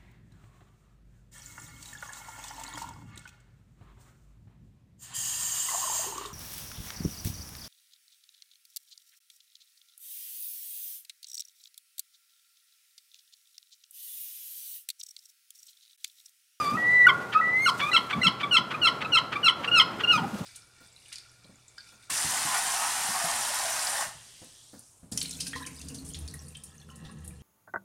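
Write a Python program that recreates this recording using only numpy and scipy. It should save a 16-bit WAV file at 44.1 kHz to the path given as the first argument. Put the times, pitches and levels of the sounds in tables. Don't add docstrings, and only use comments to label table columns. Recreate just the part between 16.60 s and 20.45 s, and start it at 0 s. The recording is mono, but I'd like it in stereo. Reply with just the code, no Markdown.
import sys
import numpy as np
from scipy import signal
from scipy.fft import rfft, irfft, next_fast_len
from scipy.io import wavfile
from scipy.ndimage import uniform_filter1d

SR = 44100
rng = np.random.default_rng(int(sys.argv[2]) if len(sys.argv) > 2 else 0)


def store_wav(level_fs):
    pcm = np.round(np.clip(np.atleast_2d(level_fs), -1, 1) * 32767)
    wavfile.write(sys.argv[1], SR, pcm.T.astype(np.int16))


N = 169785
T = np.arange(N) / SR
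CUTOFF_HZ, JITTER_HZ = 15600, 296
ONSET_S = .0035

# (frequency [Hz], gain [dB])
WAIL_COLOUR = [(1050, -3.5), (1400, 5), (1970, 2), (2500, -15.5), (3300, -4.5), (3800, -34), (4700, -19.5),
               (5600, -31), (15000, -44.5)]
YELP_COLOUR = [(1350, -9), (1700, -27), (2100, -3), (2750, -3.5), (3220, 7.5), (3700, -21), (4100, -11.5),
               (4600, -20.5), (5300, -17), (7300, -33), (8300, -25), (10000, -37.5), (15000, -47)]
# (frequency [Hz], side level [dB])
SIDE = [(80, -5.5), (600, -12), (5000, -3)]


def gull_note(contour, colour, fundamental_db=0, extra_jitter=0, harmonics=15):
    # (pitch [Hz], jitter [share of pitch], rasp [dB])
    roughness = [(1053, 0.016, -15), (1270, 0.011, -30), (1500, 0.00098, -42.5)]
    edge_from_hz, flutter_db, shimmer_db = 4000, 4, 1.3
    times, *columns = np.transpose(contour)
    t = np.arange(times[0] - ONSET_S, times[-1] + ONSET_S, 1 / SR)
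    hz, db, edge = [np.interp(t, times, column) for column in columns]
    jitter = (at_hz(roughness, hz) + extra_jitter) * drift(JITTER_HZ, len(t))
    phase = 2 * np.pi * np.cumsum(hz * (1 + jitter)) / SR
    rasp_gain = from_db(at_hz(roughness, hz, column=2) + edge / 2)
    voice = rasp_gain * noise(colour, len(t)) * (1 + np.cos(phase))
    for k in range(1, harmonics + 1):
        high = k * hz > edge_from_hz
        waver = np.where(high, flutter_db, shimmer_db) * drift(53, len(t))
        gain = from_db(at_hz(colour, k * hz) + edge * high + fundamental_db * (k == 1) + waver)
        voice += uniform_filter1d(gain * (k * hz < CUTOFF_HZ), size=128) * np.sin(k * phase)
    gate = np.clip(np.minimum(t - t[0], t[-1] - t) / ONSET_S / 2, 0, 1)
    return t[0], voice * from_db(db) * np.sin(np.pi / 2 * gate) ** 2


def wails():
    # (time [s], pitch [Hz], level [dB], edge [dB])
    notes = [
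        [(0, 1224, -28, 10), (.065, 1155, -28, 3), (.14, 1203, -30, 0.5), (.168, 1333, -28.5, -23)],
        [(.172, 1920, -31.5, -33), (.345, 1985, -16, -18), (.462, 1952, -14.5, -14)],
        [(.468, 1457, -11, -0.5), (.478, 1425, -13.5, 2.5)],
        [(.484, 1162, -13.5, -7), (.509, 1014, -18, -7)],
        [(.749, 1251, -17.5, -24), (.8, 1323, -22.5, -20)],
        [(.812, 1948, -27, -10), (.9, 1970, -26, -24), (.975, 2040, -17.5, -13), (1.038, 2154, -19, 3),
         (1.058, 2117, -15, 10)],
    ]
    # (time [s], pitch [Hz], level [dB], edge [dB])
    crack = [(1.061, 1471, -21, 3.3), (1.079, 1335, -26.5, 14), (1.083, 1128, -29.5, 9.7),
             (1.103, 992, -32.5, 19)]
    out = np.zeros(N)
    for contour in notes:
        add(out, *gull_note(contour, WAIL_COLOUR))
    add(out, *gull_note(crack, YELP_COLOUR, fundamental_db=19.5))
    return out


def yelps():
    # (break time [s], length before the break [s])
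    short_yelps = [(1.361, 0.03), (1.665, 0.034), (1.964, 0.052), (2.268, 0.051), (2.568, .047),
                   (2.879, 0.047)]
    # (time from the break [s], pitch [Hz], level [dB], edge [dB])
    shape = [(-.048, 1483, -24.5, -13), (-.033, 1417, -16.5, -4.5), (-.004, 1313, -11.5, -1.5)]
    # (time [s], pitch [Hz], level [dB], edge [dB])
    held_yelps = [
        [(3.115, 1425, -18, -23), (3.15, 1434, -13.5, -13.5), (3.168, 1339, -13.5, -6), (3.192, 1264, -15, 8)],
        [(3.475, 1412, -17.5, -22), (3.512, 1436, -12, -18), (3.532, 1284, -20.5, 5), (3.57, 1216, -22.5, -1)],
    ]
    held_breaks = [1.5, -19]
    out = np.zeros(N)
    (_, *opening), *rest = shape
    for s, lead_s in short_yelps:
        contour = [(s - lead_s, *opening)] + [(s + max(dt, -lead_s), *point) for dt, *point in rest]
        add(out, *gull_note(contour, YELP_COLOUR))
        add(out, *register_break(s, lead_s))
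    for contour, db in zip(held_yelps, held_breaks):
        start, end = contour[0][0], contour[-1][0]
        add(out, *gull_note(contour, YELP_COLOUR))
        add(out, *register_break(end + ONSET_S / 2, end - start, db))
    return out


def register_break(start_s, lead_s, gain_db=0):
    # (position [share of length], pitch [Hz], level [dB], edge [dB])
    shape = [(0.131, 1101, -16.5, 0.5), (.6, 1023, -21, -5), (1, 965, -18, -3)]
    length_s = .017 + .13 * lead_s
    contour = [(start_s + share * length_s, hz, db + gain_db, edge) for share, hz, db, edge in shape]
    return gull_note(contour, YELP_COLOUR)


def small_calls(edge_db=-13.5, jitter=0.011, squeak_s=0.015):
    # (time [s], pitch [Hz], level [dB])
    soft_call = [(1.214, 1137, -22.5), (1.304, 1245, -31.5)]
    # (time [s], pitch [Hz], level [dB])
    squeaks = [(1.316, 1995, -16), (1.528, 1159, -23), (1.616, 2037, -13.5), (1.832, 1147, -23),
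               (2.141, 1246, -27), (2.447, 1286, -27), (2.757, 1204, -23), (3.077, 1389, -19),
               (3.437, 1403, -16)]
    # (time [s], pitch [Hz], level [dB])
    grumble = [(3.578, 1014, -18), (3.609, 724, -36), (3.652, 818, -24)]
    out = np.zeros(N)
    add(out, *gull_note([(*row, edge_db) for row in soft_call], YELP_COLOUR))
    for s, hz, db in squeaks:
        contour = [(t, hz, db, edge_db) for t in (s, s + squeak_s)]
        add(out, *gull_note(contour, YELP_COLOUR, extra_jitter=jitter))
    contour = [(*row, edge_db) for row in grumble]
    add(out, *gull_note(contour, WAIL_COLOUR, extra_jitter=jitter, harmonics=1))
    return out


def gasps(level_db=-31, half_s=0.0051, lead_s=0.0093):
    peaks = [0.739, 1.208, 1.513, 1.814, 2.12, 2.423, 2.735, 3.049, 3.41]
    # (frequency [Hz], gain [dB])
    colour = [(1000, 3.5), (3200, 6), (4000, -7.5), (15000, -40.5)]
    flow = sum(puff(s - lead_s, half_s) / 2 + puff(s, half_s) for s in peaks)
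    rasp = rms_one(noise(colour, N) * from_db(2 * drift(JITTER_HZ, N)))
    return from_db(level_db) * flow * rasp


def wings():
    # (time [s], level [dB], half length [s])
    beats = [(0.137, -31.5, 0.033), (1.583, -28.5, 0.015), (1.678, -29, 0.015), (2.002, -33, 0.011),
             (3.617, -31, 0.05), (3.744, -27.5, 0.0088), (3.815, -30, 0.0094)]
    # (frequency [Hz], gain [dB])
    thump_colour = [(90, -6.5), (200, 5), (400, -15.5)]
    # (time [s], level [dB])
    rustle_levels = [(.05, -47), (.2, -52), (.9, -59.5), (1.19, -47), (1.8, -63), (3.35, -59.5),
                     (3.73, -49.5)]
    # (frequency [Hz], gain [dB])
    rustle_colour = [(2500, -8.5), (8500, -12), (14000, -20.5)]
    push = sum(from_db(db) * puff(s, half_s) for s, db, half_s in beats)
    rustle = from_db(np.interp(T, *np.transpose(rustle_levels)) + 2 * drift(45, N))
    return pan(push * wide_noise(thump_colour), left_db=-0.4) + rustle * wide_noise(rustle_colour)


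def street_echo(voice, early_db=15, early_s=0.017):
    # (frequency [Hz], level [dB], time to fall 60 dB [s])
    tail = [(990, -6.5, 1), (1243, 7.5, 0.71), (1950, -10.5, 1), (2980, -18, 0.56), (4340, -2, 0.63),
            (6140, -8, 0.13)]
    t, response = T[:SR], np.zeros((2, SR))
    attack = -np.expm1(-t / ONSET_S) * (1 + from_db(early_db) * np.exp(-t / early_s))
    edges_hz = np.geomspace(700, 15000, 15)
    for low, high in zip(edges_hz, edges_hz[1:]):
        hz = np.sqrt(low * high)
        band = signal.butter(2, [low, high], "band", fs=SR, output="sos")
        centre, *sides = signal.sosfilt(band, rng.standard_normal((3, SR)))
        scatter = centre + from_db(at_hz(SIDE, hz)) * np.array(sides)
        envelope = attack * from_db(-60 * t / at_hz(tail, hz, column=2))
        response += from_db(at_hz(tail, hz)) * envelope / np.linalg.norm(envelope) * scatter
    return np.array([signal.fftconvolve(voice, ear)[:N] for ear in response])


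def wind_and_traffic(level_db=-39.5, sway_db=1.5):
    # (frequency [Hz], gain [dB])
    colour = [(70, -10), (120, 1.5), (1050, -5), (15000, -43)]
    return from_db(level_db + sway_db * drift(5.8, N)) * wide_noise(colour)


def from_db(db):
    return 10 ** (np.asarray(db) / 20)


def rms_one(x):
    return x / np.sqrt(np.mean(x ** 2) + 1e-20)


def at_hz(table, hz, column=1):
    points = np.array(table)
    return np.interp(np.log(np.maximum(hz, 1)), np.log(points[:, 0]), points[:, column])


def drift(rate_hz, size):
    pole = np.exp(-2 * np.pi * rate_hz / SR)
    white = rng.standard_normal(size + SR // 10)
    return rms_one(signal.lfilter([1], [1, -2 * pole, pole * pole], white))[-size:]


def noise(colour, size, side=False):
    n = next_fast_len(size)
    hz = np.maximum(np.fft.rfftfreq(n, 1 / SR), 1)
    skirts = np.minimum(np.minimum(hz / colour[0][0], colour[-1][0] / hz), 1) ** 4
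    gain = rms_one(skirts * from_db(at_hz(colour, hz))) * (from_db(at_hz(SIDE, hz)) if side else 1)
    return irfft(rfft(rng.standard_normal(n)) * gain, n)[:size]


def wide_noise(colour):
    return rms_one(noise(colour, N) + np.array([[1], [-1]]) * noise(colour, N, side=True))


def puff(peak_s, half_s):
    return np.exp(-((T - peak_s) / half_s) ** 2 / 2)


def add(out, start_s, sound):
    i = int(start_s * SR)
    sound, i = sound[max(-i, 0):], max(i, 0)
    out[i:i + len(sound)] += sound[:N - i]


def pan(x, left_db):
    return x * from_db([[left_db], [-left_db]])


def scene():
    head_low = wails()
    head_high = yelps() + small_calls() + gasps()
    echo = street_echo(from_db(-6.5) * head_low + head_high)
    gull = pan(head_low + head_high, left_db=0.66)
    return gull + echo + wings() + pan(wind_and_traffic(), left_db=-0.4)


def record(dry):
    return signal.sosfilt(signal.ellip(10, .1, 80, CUTOFF_HZ, fs=SR, output="sos"), dry)


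dry = scene()
out = record(dry)
store_wav(out)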